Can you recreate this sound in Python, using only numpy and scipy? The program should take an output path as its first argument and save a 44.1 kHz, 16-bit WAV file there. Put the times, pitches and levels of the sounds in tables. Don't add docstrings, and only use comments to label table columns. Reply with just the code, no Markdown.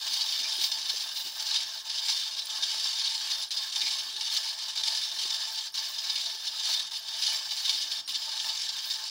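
import sys
import numpy as np
from scipy import signal
from scipy.fft import rfft, irfft, next_fast_len
from scipy.io import wavfile
from scipy.ndimage import uniform_filter1d

SR = 44100
rng = np.random.default_rng(int(sys.argv[2]) if len(sys.argv) > 2 else 0)


def int16_out(signal):
    q = np.round(np.clip(np.atleast_2d(signal).T, -1, 1) * 32767)
    wavfile.write(sys.argv[1], SR, q.astype(np.int16))


N = 401294

# start_s, end_s, drop_db (change of the shaking, negative)
LULLS = [(1.29, 1.35, -2.5), (1.8, 1.853, -5), (2.32, 2.365, -4), (2.433, 2.492, -4), (3.463, 3.503, -14.5),
         (4.117, 4.147, -2), (4.564, 4.573, -5.5), (4.703, 4.75, -4.5), (5.693, 5.741, -15.5),
         (6.348, 6.415, -2.5), (6.885, 6.909, -11), (6.98, 7.072, -5), (8.017, 8.076, -13.5)]


def undb(db):
    return 10 ** (np.asarray(db) / 20)


def unit(x):
    return x / np.sqrt(np.mean(x ** 2))


def walk(rate):
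    hold = max(int(SR / rate), 2)
    steps = np.repeat(rng.standard_normal(N // hold + 1), hold)
    return unit(uniform_filter1d(steps, hold)[:N])


def colour(x, points):
    size = next_fast_len(N + SR // 10, True)
    point_hz, point_db = np.transpose(points)
    bin_hz = np.arange(size // 2 + 1) * SR / size
    gain_db = np.interp(np.log(bin_hz + 1), np.log(point_hz), point_db)
    cepstrum = irfft(np.log(undb(gain_db)), size)
    cepstrum[1:size // 2] *= 2
    cepstrum[size // 2 + 1:] = 0
    response = np.exp(rfft(cepstrum))
    return irfft(rfft(x, size) * response, size)[:N]


def ring(x, hz, width_hz):
    return signal.lfilter(*signal.iirpeak(hz, hz / width_hz, fs=SR), x)


def band(x, lo_hz, hi_hz, order):
    return signal.sosfilt(signal.butter(order, [lo_hz, hi_hz], "band", fs=SR, output="sos"), x)


def contacts(rate, spread_db):
    happens = rng.random(N) < rate / SR
    size = undb(spread_db * np.clip(rng.standard_normal(N), -2, 2))
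    return unit(happens * rng.choice([-1, 1], N) * size)


def strike(force, modes, wander_db, wander_rate):
    at = np.flatnonzero(force)
    out = np.zeros(N)
    weights = rng.standard_normal((len(at), len(modes)))
    places = rng.standard_normal((int(wander_rate * N / SR) + 2, len(modes)))
    for (hz, width_hz, db), weight, place in zip(modes, weights.T, places.T):
        favour = np.interp(at / SR * wander_rate, np.arange(len(place)), place)
        push = np.zeros(N)
        push[at] = force[at] * weight * undb(wander_db * favour)
        out += undb(db) * ring(push, hz, width_hz)
    return out


def fade(kicks, fall_s):
    return signal.lfilter([1], [1, -np.exp(-1 / (fall_s * SR))], kicks)


def flurries(rate, fall_s, spread_db, steady):
    gap, size = rng.standard_normal((2000, 2)).T
    at = (np.cumsum(np.exp(.4 * gap)) * SR / rate).astype(int)
    inside = at < N
    kicks = np.zeros(N)
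    kicks[at[inside]] = undb(spread_db * np.clip(size, -2, 2))[inside]
    return unit(steady + unit(fade(kicks, fall_s)))


def bursts(events, width_hz, swell_s):
    out = np.zeros(N)
    t = np.arange(SR // 4) / SR
    for s, db, hz, ring_s in events:
        envelope = (1 - np.exp(-t / swell_s)) * np.exp(-np.log(1000) * t / ring_s)
        churn = rng.standard_normal(len(t)) * envelope
        burst = ring(ring(churn, hz, width_hz), hz, 2 * width_hz)
        start = int(s * SR)
        out[start:start + len(t)] += (undb(db) * burst / np.abs(burst).max())[:N - start]
    return out


def pedalling(column, coast_db):
    # peak_s, length_s, rattle_db and whirr_db (before each sound's own trim)
    strokes = [(0.366, .62, -32.5, -53.5), (.92, 0.23, -34, -52.5), (1.506, 0.27, -33.5, -51),
               (2.15, 0.2, -31, -56), (2.748, 0.34, -33, -53), (3.21, 0.67, -34, -54),
               (3.84, 0.35, -34, -52.5), (4.358, 0.19, -32, -55), (4.896, .22, -32.5, -50),
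               (5.32, 0.43, -34.5, -53.5), (6.157, 0.29, -36.5, -54.5), (6.719, .14, -28, -49),
               (7.268, 0.2, -29.5, -50.5), (7.66, 0.39, -32, -62), (8.487, 0.37, -34, -53.5),
               (8.95, .3, -42, -62)]
    rise_share = 0.49
    t = np.arange(N) / SR
    power = undb(coast_db) ** 2
    for stroke in strokes:
        since = t - stroke[0]
        width_s = stroke[1] * np.where(since < 0, rise_share, 1 - rise_share)
        power = power + undb(stroke[column]) ** 2 * np.exp(-(since / width_s) ** 2)
    return np.sqrt(power)


def slack():
    tighten_s = 0.048
    t, db = np.arange(N) / SR, 0
    for start_s, end_s, drop_db in LULLS:
        tension = np.clip((t - start_s) / tighten_s + .5, 0, 1) * (t < end_s)
        db = db + drop_db * tension
    return undb(db)


def agitation():
    recoil_db, recoil_fall_s = -49.5, 0.11
    kicks = np.zeros(N)
    for _, end_s, drop_db in LULLS:
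        kicks[int(end_s * SR)] = undb(recoil_db - drop_db)
    return np.hypot(pedalling(column=2, coast_db=-37), fade(kicks, recoil_fall_s))


def chain(shake, slaps, touch, steel_db=-0.5, links_db=-17.5, click_db=-10.5,
          slap_click_db=-4.5, shake_db=0.2, stray_db=-11.5):
    # pitch_hz, width_hz, relative level_db
    steel_modes = [(2252, 140, -16.5), (2833, 50, -12), (2965, 48, -6.5), (3048, 46, -7.5),
                   (3247, 43.5, -4), (3566, 37, -5), (3604, 40, 0), (3648, 63, -1), (3866, 70, -4),
                   (3980, 50, -2), (4280, 45, -2.5), (4321, 42, -1), (4390, 70, -13.5), (4566, 34, -0.5),
                   (4614, 69, -3), (4690, 25, -5.5), (4654, 63, -12), (4970, 36, 0.5), (4997, 43, -2.5),
                   (5026, 32, -1.5), (5180, 51, -8.5), (5270, 28, -3), (5400, 44, -1.5), (5450, 30, -7),
                   (5780, 64, -9.5), (5800, 77, -19.5), (6075, 67, -10), (6200, 67, -10), (6625, 66, -14)]
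    # pitch_hz, width_hz, relative level_db
    link_modes = [(7190, 16, 3.5), (7310, 97, -1.5), (7460, 85, -1.5), (8040, 63, -6), (8480, 65, -6.5),
                  (9130, 88, -5.5), (9480, 41, -5), (9660, 74, -6), (10060, 110, -7), (10360, 68, -12),
                  (10620, 88, -14), (11170, 130, -18), (12000, 200, -16)]
    # pitch_hz, relative level_db
    click_spectrum = [(500, -49), (700, -24.5), (1400, -11), (2000, -6.5), (2600, -1), (4000, 0), (6000, 3),
                      (7000, -4.5), (8500, -11.5), (10000, -12.5), (11200, -15), (13000, -28.5),
                      (16000, -10)]
    loose = shake * slack() * touch
    stray = undb(stray_db) * loose * flurries(rate=24, fall_s=0.007, spread_db=1.7, steady=0)
    slaps = np.hypot(slaps, stray)
    shaking = undb(shake_db) * loose * flurries(rate=120, fall_s=0.012, spread_db=5.5, steady=1.0)
    impacts = contacts(rate=2800, spread_db=2.5)
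    force = np.hypot(shaking, slaps) * impacts
    ticks = np.hypot(shaking, undb(slap_click_db) * slaps) * impacts
    steel = band(strike(force, steel_modes, wander_db=2.5, wander_rate=20), 2160, 7250, order=3)
    links = band(strike(ticks, link_modes, wander_db=3.5, wander_rate=14), 5700, 12800, order=2)
    clicks = colour(ticks, click_spectrum)
    mix = undb(steel_db) * unit(steel) + undb(links_db) * unit(links) + undb(click_db) * unit(clicks)
    return np.std(force) * mix


def rope(shake, slaps, touch, whirr_db=0.5, hiss_db=5.0, stall=0.72, jolt_db=-25.0, patchy_db=2.0):
    # pitch_hz, width_hz, relative level_db
    rim_modes = [(607.5, 29, -9), (669.5, 18.6, -5), (847, 59, -6), (892.3, 36, 2), (1071, 45, -2.5),
                 (1172, 36, -9), (1275, 48, -7.5), (1606, 60, -1.5), (1752, 52, 2)]
    # pitch_hz, relative level_db
    hiss_spectrum = [(5000, -28), (9000, -10), (9600, -20), (10300, -8.5), (12000, -13), (13800, -13),
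                     (14700, 0), (15700, -2.5)]
    # time_s, level_db
    hiss_level = [(0, -17), (.5, -23.5), (.63, -10), (.8, -21), (1.24, -12), (1.55, -24), (1.75, -20),
                  (2.3, -24.5), (4.7, -23), (4.9, -24), (5.55, -20), (6.1, -20), (6.7, -24), (8.7, -23),
                  (8.88, -13), (9.1, -28)]
    grip = flurries(rate=60, fall_s=0.018, spread_db=3.0, steady=1.0) * slack() ** stall * touch
    whirr = grip * pedalling(column=3, coast_db=-53) * undb(whirr_db)
    force = np.hypot(whirr, slaps * undb(jolt_db)) * contacts(rate=2200, spread_db=2.5)
    rim = band(strike(force, rim_modes, wander_db=2.3, wander_rate=22), 590, 1960, order=5)
    rubbing = grip * undb(patchy_db * walk(16)) * rng.standard_normal(N)
    hiss = unit(colour(rubbing, hiss_spectrum))
    time_s, level_db = np.transpose(hiss_level)
    hiss_gain = undb(np.interp(np.arange(N) / SR, time_s, level_db) + hiss_db)
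    return np.std(force) * unit(rim) + hiss * shake * hiss_gain


def field(db=-68.0, rumble_db=-12, sway_db=3.0):
    # pitch_hz, relative level_db
    air_spectrum = [(20, -13), (35, -20), (60, -9), (110, -4), (220, -5.5), (460, -6.5), (800, -2.5),
                    (3000, -0.5), (16000, -24)]
    air = unit(colour(rng.standard_normal(N), air_spectrum)) * undb(1.2 * walk(2.1))
    rumble = unit(band(rng.standard_normal(N), 53, 200, order=2)) * undb(rumble_db + sway_db * walk(19))
    return undb(db) * (air + rumble)


def bearing(waver=0.0046, rough_db=7.5):
    # start_s, length_s, pitch_hz and level_db (both the centre of the wavering)
    chirps = [(.04, 0.13, 15360, -58), (1.1, 0.098, 9400, -60), (1.18, 0.032, 14880, -52),
              (1.71, .05, 14880, -55), (2.43, 0.036, 9400, -58), (2.45, .05, 14880, -61),
              (3.478, 0.058, 9400, -57.5), (4.545, .025, 13140, -73), (5.71, .03, 13140, -64),
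              (5.71, 0.087, 9570, -57), (5.724, .02, 5480, -47), (6.96, 0.046, 13000, -58),
              (8.04, .035, 5530, -51), (8.06, 0.083, 9460, -50), (8.085, .04, 14890, -51)]
    out = np.zeros(N)
    drift = 1 + waver * walk(150)
    grip = undb(rough_db * walk(200))
    for s, length_s, hz, db in chirps:
        span = slice(int(s * SR), int((s + length_s) * SR))
        tone = np.sin(2 * np.pi * np.cumsum(hz * drift[span]) / SR)
        out[span] += undb(db) * signal.windows.tukey(len(tone), .5) * grip[span] * tone
    return out


def pump(gurgle_db=-75.0, gulp_db=-3.0):
    # start_s, peak_db (before gulp_db is added), pitch_hz, ring_s (fall of the driving noise)
    gulps = [(.1, -55, 233, 0.11), (.395, -49, 301, .18), (.575, -46, 380, 0.17), (.936, -42.5, 510, 0.034),
             (1.244, -48.5, 302, .12), (2.75, -53, 401, 0.15), (3.823, -53, 307, 0.24),
             (4.77, -55, 380, 0.11), (5.247, -44, 368, 0.045), (8.08, -57, 200, 0.14),
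             (8.46, -56, 302, 0.13)]
    # pitch_hz, width_hz, relative level_db
    casing_modes = [(307, 32, 0), (398, 31, -1), (480, 25, -6.5)]
    churn = undb(2.6 * np.clip(walk(14), -1.5, 1.5)) * contacts(rate=700, spread_db=1.5)
    gurgle = band(strike(churn, casing_modes, wander_db=6.5, wander_rate=12), 150, 710, order=2)
    return undb(gurgle_db) * unit(gurgle) + undb(gulp_db) * bursts(gulps, width_hz=137, swell_s=0.0082)


def slapping(fall_s, db, release_db, release_attack_s, lift_db, lift_s):
    # peak_s, level_db (before db is added), attack_s (short = clean, long = glancing)
    slap_table = [(0.112, -29, 0.0022), (0.216, -22.5, 0.014), (0.296, -25, 0.012), (0.616, -21.5, 0.015),
                  (0.64, -19.5, 0.014), (0.716, -20, 0.002), (0.86, -27, 0.014), (0.9, -24, 0.016),
                  (0.964, -27.5, 0.014), (1.113, -36, 0.002), (1.161, -30.5, 0.014), (1.398, -19, 0.002),
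                  (1.466, -27, 0.014), (1.546, -24, 0.019), (1.565, -19, 0.014), (1.898, -23.5, 0.002),
                  (1.982, -27.5, 0.014), (2.097, -19, 0.025), (2.39, -25, 0.014), (2.635, -21.5, 0.024),
                  (2.701, -28, 0.022), (2.857, -22.5, 0.011), (3.014, -23.5, 0.002), (3.061, -22.5, 0.027),
                  (3.145, -24, 0.002), (3.318, -21, 0.016), (3.57, -24, 0.0081), (3.722, -26.5, 0.002),
                  (3.759, -19, 0.0018), (3.816, -22, 0.014), (3.868, -23, 0.014), (3.913, -24.5, 0.024),
                  (4.163, -27, 0.002), (4.209, -22, 0.002), (4.25, -30, 0.002), (4.28, -23, 0.014),
                  (4.367, -18, 0.0018), (4.654, -30, 0.0018), (4.696, -27.5, 0.014), (4.774, -28, 0.013),
                  (4.835, -20.5, 0.0017), (4.881, -22, 0.017), (5.193, -23, 0.014), (5.257, -28, 0.012),
                  (5.306, -22.5, 0.015), (5.58, -25.5, 0.013), (5.78, -28.5, 0.014), (5.987, -26.5, 0.013),
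                  (6.101, -23.5, 0.012), (6.157, -23.5, 0.0027), (6.261, -25.5, 0.012),
                  (6.475, -27.5, 0.014), (6.599, -24, 0.019), (7.086, -30.5, 0.013), (7.137, -28.5, 0.0017),
                  (7.222, -20, 0.0027), (7.267, -23.5, 0.018), (7.516, -25, 0.014), (7.656, -23.5, 0.017),
                  (7.694, -16, 0.002), (7.776, -23, 0.002), (8.158, -25, 0.033), (8.221, -29.5, 0.016),
                  (8.406, -27, 0.034), (8.488, -23, 0.002), (8.692, -27.5, 0.012), (8.789, -27.5, 0.012),
                  (8.908, -22.5, 0.002)]
    power, touch = np.zeros(N), np.ones(N)
    releases = [(end_s + release_attack_s, release_db - drop_db, release_attack_s)
                for _, end_s, drop_db in LULLS]
    since = np.arange(-SR // 20, SR // 10) / SR
    for s, level_db, attack_s in list(slap_table) + releases:
        at = int(s * SR)
        envelope = np.clip(1 + since / attack_s, 0, 1) * np.exp(-np.maximum(since, 0) / fall_s)
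        start = at - SR // 20
        power[start:start + len(since)] += ((undb(level_db + db) * envelope) ** 2)[:N - start]
        touch[at - int(lift_s * SR):at] = undb(lift_db)
    return np.sqrt(power), touch


def stand(db=-4.0):
    # start_s, peak_db (before db is added), pitch_hz, ring_s (fall of the driving noise)
    creaks = [(.44, -30, 2400, 0.13), (3.815, -29, 2280, .12), (3.858, -26, 2280, 0.082),
              (6.16, -32.5, 2320, .12), (7.31, -33, 2350, 0.34)]
    return undb(db) * bursts(creaks, width_hz=220, swell_s=0.006)


def scene():
    shake = agitation()
    slaps, touch = slapping(fall_s=0.0074, db=-1.85, release_db=-46.0, release_attack_s=0.004,
                            lift_db=-1.0, lift_s=0.017)
    moving = chain(shake, slaps, touch) + rope(shake, slaps, touch)
    return (moving + field() + bearing() + pump() + stand())[None]


def record(dry):
    top_hz = 15750
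    return signal.sosfilt(signal.ellip(12, .2, 80, top_hz, fs=SR, output="sos"), dry)


dry = scene()
out = record(dry)
int16_out(out)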